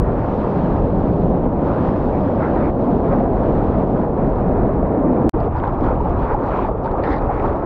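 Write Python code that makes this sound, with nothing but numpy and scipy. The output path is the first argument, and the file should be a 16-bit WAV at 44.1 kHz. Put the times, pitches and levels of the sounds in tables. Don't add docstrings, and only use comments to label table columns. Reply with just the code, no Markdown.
import sys
import numpy as np
from scipy import signal
from scipy.fft import rfft, irfft, next_fast_len
from scipy.io import wavfile
from scipy.ndimage import uniform_filter1d, minimum_filter1d, map_coordinates

SR = 44100
rng = np.random.default_rng(int(sys.argv[2]) if len(sys.argv) > 2 else 0)


def output_pcm(signal):
    pcm = np.clip(np.atleast_2d(signal).T, -1, 1) * 32767
    wavfile.write(sys.argv[1], SR, np.round(pcm).astype(np.int16))


def nominal_scale(level):
    x = np.asarray(level, float) / 20
    return 10 ** x


N = 337638

# frequency_hz, density_db (per Hz)
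WIND_SPECTRUM = [(12, -37), (22, -2.5), (40, -1.5), (90, -4.5), (140, -9), (250, -18.5), (500, -46),
                 (1000, -120)]
RIDE_ROAR_SPECTRUM = [(60, -41), (120, -3.5), (220, -1), (350, -4.5), (550, -5.5), (800, -10.5),
                      (1200, -25.5), (2000, -50), (4000, -120)]
PADDLE_ROAR_SPECTRUM = [(60, -48.5), (120, -10.5), (220, -2.5), (350, -0.5), (550, -4), (800, -6),
                        (1300, -17.5), (1800, -44.5), (4000, -120)]
WASH_SPECTRUM = [(500, -37.5), (900, 6.5), (1200, -0.5), (1500, -9.5), (2000, -18), (2500, -24),
                 (3200, -46.5), (6000, -120)]
FIZZ_SPECTRUM = [(1500, -32), (2500, 1), (3200, -3), (4200, -8.5), (5200, -14.5), (6500, -21.5),
                 (8000, -31.5), (9300, -42), (9900, -74.5), (16000, -90.5)]
# frequency_hz, gain_db
SPATTER_SPECTRUM = [(800, -40), (1600, 3), (3000, -2), (4500, -10), (6000, -21), (7500, -34), (10000, -70)]
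# centre_hz, width_hz, level_db
HOUSING_MODES = [(1920, 300, -2), (2700, 450, -23), (1350, 400, -1), (3750, 600, -22), (4900, 600, -30),
                 (6300, 900, -43), (880, 150, 8)]

# time_s, strength_db
WIND_STRENGTH = [(0.03, -17.5), (0.3, -25), (0.81, -21), (1.78, -24), (2.14, -22), (2.86, -25.5),
                 (3.35, -19.5), (4.04, -25), (4.63, -20), (5.06, -27), (5.3, -18), (5.79, -21.5),
                 (6.08, -17), (6.29, -23.5), (7.46, -21.5), (7.64, -27.5)]
# time_s, strength_db
RIDE_CHURN = [(0.03, -20.5), (0.28, -20.5), (0.65, -19), (1.26, -18), (1.75, -19), (2.23, -18.5),
              (2.78, -18.5), (2.9, -16.5), (3.57, -17.5), (4.84, -18.5), (5.26, -17)]
# time_s, strength_db
PADDLE_CHURN = [
    (5.35, -23.5),
    (5.47, -22.5),
    (5.5, -26),
    (5.7, -25),
    (5.86, -21),
    (6.3, -22.5),
    (6.79, -22.5),
    (7.1, -21.5),
    (7.64, -21.5),
]
# time_s, density_db
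SPRAY_DENSITY = [(0.03, -63.5), (0.4, -57), (1.2, -60.5), (1.7, -59), (2.3, -59.5), (3.1, -61), (3.6, -60),
                 (4.15, -63.5), (5.06, -67), (5.26, -64), (5.35, -64.5), (7.64, -64.5)]

# start_s, length_s, strength_db, fizz_share (ratio)
SLOSHES = [(0.137, 0.31, -1, 0.22), (0.79, 0.3, -4.5, 0.46), (1.09, 0.37, -6, 0.093), (1.31, 0.31, -2, 1.9),
           (1.452, 0.21, -3.5, 1.4), (1.613, 0.29, 1.5, 0.75), (2.365, 0.15, 3.5, 0.12),
           (2.522, 0.21, 2, 0.033), (1.79, .14, 1, 2.5), (1.902, 0.6, -1.5, .05), (2.7, 0.12, -10, 0.6),
           (2.8, 0.26, -3.5, .05), (3.0, 0.045, -7.5, 0.44), (3.096, 0.063, 4, 0.076),
           (3.208, 0.2, -3, 1.3), (3.844, 0.13, -6, 0.1), (4.048, 0.15, -5, 0.75), (5.383, 0.11, 0.5, 1.2),
           (5.474, 0.053, -4.5, 1.2), (5.537, 0.087, 4, 0.81), (5.632, 0.03, 4, .2), (5.79, 0.15, 4, 1.1),
           (5.946, 0.089, 0, 1.2), (6.15, 0.12, 3.5, 1.1), (6.244, 0.11, 6, 0.44), (6.38, 0.32, 5.5, 1.1),
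           (6.6, 0.12, 2.5, .8), (6.688, 0.28, -6.5, 0.76), (6.839, 0.04, 8, 1.2), (6.903, .035, 4, 1.4),
           (6.96, .05, 3.5, 0.13), (7.03, 0.12, 3.5, .6), (7.247, .36, 4.5, 1.1)]
# start_s, length_s, level_db, top_hz
MIST_WISPS = [
    (1.27, .07, -82, 15500),
    (1.385, .03, -90, 14000),
    (3.17, 0.042, -97, 13000),
    (5.338, .1, -83, 15000),
    (7.058, .07, -88, 12500),
]
# start_s,
# length_s, level_db, pitch_hz
AIR_POCKETS = [(0.45, 0.3, -22.5, 173), (0.796, 0.36, -23.5, 184), (1.05, 0.35, -18, 181),
               (2.383, .11, -30.5, 1340), (2.395, 0.09, -40, 1900), (3.09, .08, -35, 1250),
               (2.538, 0.065, -42, 1700), (2.52, 0.14, -22.5, 270), (2.652, 0.058, -20, 326),
               (2.817, 0.15, -20, 259), (3.099, 0.18, -22, 252), (4.38, 0.2, -24, 170),
               (4.908, 0.26, -18, 268), (5.201, 0.18, -16.5, 303), (5.501, .25, -32.5, 340),
               (5.53, 0.22, -35.5, 540), (5.797, 0.088, -24.5, 262), (5.54, .08, -36, 1300),
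               (5.83, 0.11, -38, 1300), (5.36, .13, -26.5, 630), (2.55, .16, -37, 1250),
               (1.62, .2, -35.5, 1230), (7.27, .2, -46.5, 2000), (2.44, .12, -38, 1500),
               (2.62, .09, -46, 2100), (5.6, .1, -30, 950), (2.1, .12, -48, 2100),
               (5.902, 0.55, -39.5, 970), (6.452, 0.22, -34, 1100), (6.15, .19, -65, 3300),
               (6.47, 0.24, -50, 2260), (6.5, 0.22, -59.5, 3200), (6.6, 0.076, -25.5, 286),
               (6.932, 0.069, -29, 1070), (7.06, 0.079, -21, 300)]
# start_s, peak_db, brightest_hz
DROPS = [(2.447, -54, 3600), (5.361, -51, 3200), (5.394, -52, 2800), (5.403, -49, 4300),
         (5.4045, -44, 2600), (5.442, -50, 3200), (5.457, -54, 3800), (5.531, -51, 3000),
         (5.571, -52, 4500), (5.587, -50, 4700), (5.600, -43, 3200), (5.651, -52, 3400), (5.676, -48, 3700),
         (5.781, -59, 4600), (5.808, -55, 5200), (5.809, -44, 2300), (5.84, -45, 3400),
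         (5.845, -57.5, 5700), (5.864, -43, 2900), (5.891, -53.5, 3900), (5.958, -45, 2600),
         (5.986, -53, 3000), (6.010, -46, 2754), (6.05, -48, 2750), (6.096, -53, 2800), (6.190, -49, 3600),
         (6.435, -53, 4500), (6.463, -53, 5200), (6.487, -51, 4200), (6.776, -52, 2600), (6.837, -58, 5300),
         (6.845, -50.5, 4500), (6.846, -49, 2500), (6.859, -47, 3900), (6.860, -45, 2000),
         (6.876, -55, 3500), (6.914, -49, 4000), (6.975, -54, 4000), (7.027, -50, 3800), (7.037, -40, 4000),
         (7.038, -34, 2400), (7.047, -47, 2800), (7.075, -42, 3800), (7.103, -56, 5900), (7.163, -45, 4200),
         (7.183, -44, 4100), (7.200, -55, 4000), (7.220, -56, 4900), (7.252, -55, 3000), (5.638, -31, 1700),
         (5.601, -40, 1800), (6.859, -38, 1500), (7.222, -41, 1800), (7.398, -35, 1900), (7.4, -52, 3200),
         (7.435, -44, 2300), (7.53, -40, 1750), (7.532, -53, 3000), (6.097, -54, 5000), (6.34, -57, 5200)]
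# start_s, peak_db, pitch_hz
LARGE_BUBBLES = [(3.125, -33, 2250), (5.478, -13, 700), (5.552, -16.5, 847), (5.556, -17, 890),
                 (5.638, -24, 1450), (5.672, -13, 793), (5.726, -16, 667), (6.004, -12.5, 900),
                 (6.057, -10.5, 794), (6.297, -15, 840), (6.31, -14.5, 885), (6.345, -9, 800),
                 (6.441, -17, 780), (6.488, -14.5, 705), (6.545, -16, 744), (6.588, -14.5, 977),
                 (6.648, -13, 825), (6.688, -12.5, 620), (6.876, -23, 1450), (6.938, -14, 780),
                 (6.98, -30, 1500), (6.995, -13.5, 500), (7.035, -28, 1740), (7.074, -23, 1320),
                 (7.105, -33, 2040), (7.14, -28, 1980), (7.19, -38, 2200), (7.218, -27, 1300),
                 (5.343, -21, 940), (5.362, -15, 432), (5.385, -16, 700), (5.466, -13.5, 450),
                 (5.64, -16, 906), (5.772, -30, 1245), (5.862, -25, 1360), (5.905, -14.5, 600),
                 (6.518, -17, 603), (6.712, -15.5, 480), (6.742, -19.5, 450), (6.858, -15.5, 854),
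                 (6.982, -15, 678), (7.292, -13.5, 800), (7.445, -12.5, 850), (7.487, -17, 550),
                 (7.545, -14, 620), (7.625, -20, 780)]
# start_s, peak_db, pitch_hz
FOAM_BURSTS = [(0.094, -14, 716), (0.47, -13, 452), (0.678, -12.5, 568), (0.95, -16, 538),
               (1.579, -14, 565), (2.148, -12, 735), (2.625, -14, 563), (2.799, -10, 584),
               (2.873, -11, 541), (2.943, -15, 681), (3.026, -16, 587), (3.208, -9, 681), (3.464, -10, 659),
               (3.698, -13, 452), (3.83, -13, 479), (3.918, -16, 560), (4.137, -16, 587), (4.43, -16, 522),
               (4.65, -14, 592), (4.828, -10, 662), (5.043, -15.5, 581), (5.102, -14, 592)]

CUT_S, RETURN_S, FADE_S = 5.29435, 5.331, 0.012
OPENING, CREST = .27, 0.31
WASH_OVER_DB, WASH_FOLLOWS = 24, 0.3
SLOSH_RISE, SLOSH_FALL = 0.32, .3
SLOSH_ROAR = 0.15
PORT_SHUT_S, PORT_DRAIN = .015, 0.53
POCKET_WIDTH, POCKET_EDGE = 0.19, 0.39
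DROP_WIDTH, DROP_SPREAD = .19, .36
SHEET_S, SHEET_LENGTH_S, SHEET_EDGE_S = 7.028, .18, .016
SHEET_DB, SHEET_SAG_DB_PER_S = -29.5, 28


def unit(x):
    return x / np.sqrt(np.mean(x ** 2) + 1e-20)


def along(points, hz):
    f, v = np.transpose(points)
    return np.interp(np.log(hz + 1), np.log(f + 1), v)


def curve(rows):
    s, value = np.transpose(rows)
    return np.interp(np.arange(N) / SR, s, value)


def wobble(rate_hz):
    knots = rng.standard_normal(int(N * 80 / SR) + 4)
    return map_coordinates(knots, [np.arange(N) * rate_hz / SR])


def swell(start_s, length_s, rise_s, fall_s):
    corners_s = start_s + np.sort([0, rise_s, length_s - fall_s, length_s])
    return np.interp(np.arange(N), corners_s * SR, [0, 1, 1, 0])


def filtered(x, response):
    m = next_fast_len(N + 8192)
    return irfft(rfft(x, m) * response(np.fft.rfftfreq(m, 1 / SR)), m)[:N]


def patchy(depth_db):
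    z = signal.stft(rng.standard_normal(N), nperseg=512)[2]
    field = uniform_filter1d(rng.standard_normal(z.shape), size=5, axis=0)
    field = uniform_filter1d(field, size=8, axis=1)
    return signal.istft(z * nominal_scale(depth_db * unit(field)), nperseg=512)[1][:N]


def bubbles(starts_s, hz, size, cycles, rise):
    t = np.arange(1200) / SR
    turns = hz[:, None] * t
    ring = np.sin(2 * np.pi * turns * (1 + rise * turns / cycles / 2))
    ring *= size[:, None] * np.exp(-3 * turns / cycles) * (1 - np.exp(-turns / 1.2))
    ring *= np.cos(np.pi / 2 * t / t[-1])
    at = np.round(starts_s * SR).astype(int)[:, None] + np.arange(len(t))
    return np.bincount(at.ravel(), ring.ravel(), N + len(t))[:N]


def froth(spectrum, centre_hz, cycles, share, spread_db, depth_db, count):
    draw = rng.random((count, 3))
    hz = centre_hz * np.exp(1.366 * (draw[:, 1] - .5))
    size = nominal_scale(-spread_db * np.log(0.026 + draw[:, 2]))
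    swarm = unit(bubbles(draw[:, 0] * N / SR, hz, size, cycles, rise=0.26))
    noise = unit(filtered(patchy(depth_db), lambda f: nominal_scale(along(spectrum, f))))
    centre_db = along(spectrum, centre_hz)
    swarm = unit(filtered(swarm, lambda f: nominal_scale(np.minimum(along(spectrum, f) - centre_db, 0))))
    return unit(np.sqrt(1 - share) * noise + np.sqrt(share) * swarm)


def wind():
    buffet = filtered(patchy(0.54), lambda f: nominal_scale(along(WIND_SPECTRUM, f)))
    return nominal_scale(curve(WIND_STRENGTH)) * unit(nominal_scale(0.5 * wobble(6.1)) * buffet)


def mist():
    air = rng.standard_normal(N)
    out = np.zeros(N)
    for s, length, db, top_hz in MIST_WISPS:
        hiss = unit(filtered(air, lambda f: (f > 7500) & (f < top_hz)))
        out += nominal_scale(db) * swell(s, length, .3 * length, .3 * length) * hiss
    return out


def slosh_levels():
    shapes = []
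    for s, length, db, _ in SLOSHES:
        if db > 0:
            shapes.append(swell(s, length, SLOSH_RISE * length, SLOSH_FALL * length))
        else:
            shapes.append(swell(s, length, PORT_SHUT_S, PORT_DRAIN * length))
    shapes = np.array(shapes)
    _, _, slosh_db, fizz_share = np.transpose(SLOSHES)
    return slosh_db @ shapes, (fizz_share * slosh_db) @ shapes


def roar(slosh_db, surge, calm):
    foam = froth(RIDE_ROAR_SPECTRUM, 430.7, cycles=7.5, share=.12, spread_db=4, depth_db=0.5, count=2500)
    gurgle = froth(PADDLE_ROAR_SPECTRUM, 748, cycles=12.5, share=0.12, spread_db=2.5, depth_db=0.6,
                   count=1100)
    level_db = curve(RIDE_CHURN + PADDLE_CHURN) + SLOSH_ROAR * slosh_db
    return nominal_scale(level_db + 0.26 * surge + 0.46) * np.where(calm, gurgle, foam)


def wash(slosh_db, surge):
    spray_db = curve(SPRAY_DENSITY)
    mean_db = spray_db.mean()
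    level_db = mean_db + WASH_OVER_DB + WASH_FOLLOWS * (spray_db - mean_db) + slosh_db
    water = froth(WASH_SPECTRUM, 1500, cycles=7, share=.12, spread_db=3, depth_db=1.2, count=3500)
    return nominal_scale(level_db + surge + 4.5) * water


def fizz(slosh_db, surge, calm):
    foam = froth(FIZZ_SPECTRUM, 4000, cycles=3.5, share=.1, spread_db=3, depth_db=1.2, count=4000)
    droplets = froth(FIZZ_SPECTRUM, 3200, cycles=16, share=.07, spread_db=3, depth_db=2.2, count=600)
    level_db = curve(SPRAY_DENSITY) + slosh_db
    flicker_db = 0.44 * surge + 0.97 * wobble(35) * calm
    return nominal_scale(level_db + flicker_db + 1.74) * np.where(calm, droplets, foam)


def sea():
    slosh_db, fizz_slosh_db = slosh_levels()
    calm = np.arange(N) / SR > CUT_S
    surge = wobble(22) * np.where(calm, 1.6, .8)
    return roar(slosh_db, surge, calm) + wash(slosh_db, surge) + fizz(fizz_slosh_db, surge, calm)


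def air_pockets():
    out = np.zeros(N + SR)
    f = np.fft.rfftfreq(SR // 2, 1 / SR)
    for s, length, db, hz in AIR_POCKETS:
        resonance = np.exp(-((f / hz - 1) / POCKET_WIDTH) ** 2)
        band = unit(irfft(rfft(rng.standard_normal(SR // 2)) * resonance))
        u = np.arange(len(band)) / SR / length
        envelope = np.clip(np.minimum(u, 1 - u) / POCKET_EDGE, 0, 1)
        out[round(s * SR):][:len(band)] += nominal_scale(db) * band * envelope
    return out[:N]


def sheet():
    level_db = SHEET_DB - SHEET_SAG_DB_PER_S * (np.arange(N) / SR - SHEET_S).clip(0)

    def modes(f):
        return sum(nominal_scale(db) * np.exp(-((f - c) / w) ** 2) for c, w, db in HOUSING_MODES)

    hiss = nominal_scale(level_db + 2 * wobble(40)) * unit(filtered(patchy(2), modes))
    return hiss * swell(SHEET_S, SHEET_LENGTH_S, SHEET_EDGE_S, 2 * SHEET_EDGE_S) ** 2


def drops():
    t = np.arange(2048) / SR
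    f = np.fft.rfftfreq(len(t), 1 / SR)
    lead = 256
    puff = np.roll(np.exp(-t / .0016) + .25 * np.exp(-t / .006), lead)
    out = np.zeros(N + len(t))
    for s, db, hz in DROPS:
        plain = nominal_scale(along(SPATTER_SPECTRUM, f)) * DROP_SPREAD / (1 + (f / hz / 1.6) ** 4)
        colour = plain + np.exp(-((f / hz - 1) / DROP_WIDTH) ** 2)
        tick = irfft(rfft(puff * np.sign(rng.standard_normal(len(t)))) * colour)
        out[round(s * SR) - lead:][:len(t)] += nominal_scale(db + 2.5) * tick / np.abs(tick).max()
    return out[:N]


def foam_bursts():
    s, db, hz = np.transpose(FOAM_BURSTS)
    return bubbles(s, hz, nominal_scale(db + 0.5), cycles=9, rise=.06)


def gulps():
    s, db, hz = np.transpose(LARGE_BUBBLES)
    return bubbles(s, hz, nominal_scale(db + 3), cycles=16, rise=.12)


def scene():
    background = wind() + mist() + sea()
    events = air_pockets() + sheet() + drops() + foam_bursts() + gulps()
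    return (background + events)[None]


def band_limit(x):
    return signal.sosfilt(signal.butter(12, 15800, fs=SR, output="sos"), x)


def record(dry):
    need = np.minimum(1, .56 / (np.abs(dry) + 1e-9))
    x = dry * uniform_filter1d(minimum_filter1d(need, size=801), size=401)
    t = np.arange(N) / SR
    cut = round(CUT_S * SR)
    lift = np.cos(np.pi / 2 * np.clip(np.abs(CUT_S - t) / 0.00069, 0, 1)) ** 2
    onset = np.cos(np.pi / 2 * np.clip(t / 0.0029, 0, 1)) ** 2
    crested = x + (CREST - x[:, cut - 1:cut]) * lift
    crested += (OPENING - x[:, :1]) * onset
    fade = np.sin(np.pi / 2 * np.clip((t - RETURN_S) / FADE_S, 0, 1)) ** 2
    residue = nominal_scale(-43.5 - 1600 * np.clip(t - CUT_S, 0, 1))
    mix = np.where(np.arange(N) < cut, crested, x * (fade + residue))
    return band_limit(mix)


dry = scene()
out = record(dry)
output_pcm(out)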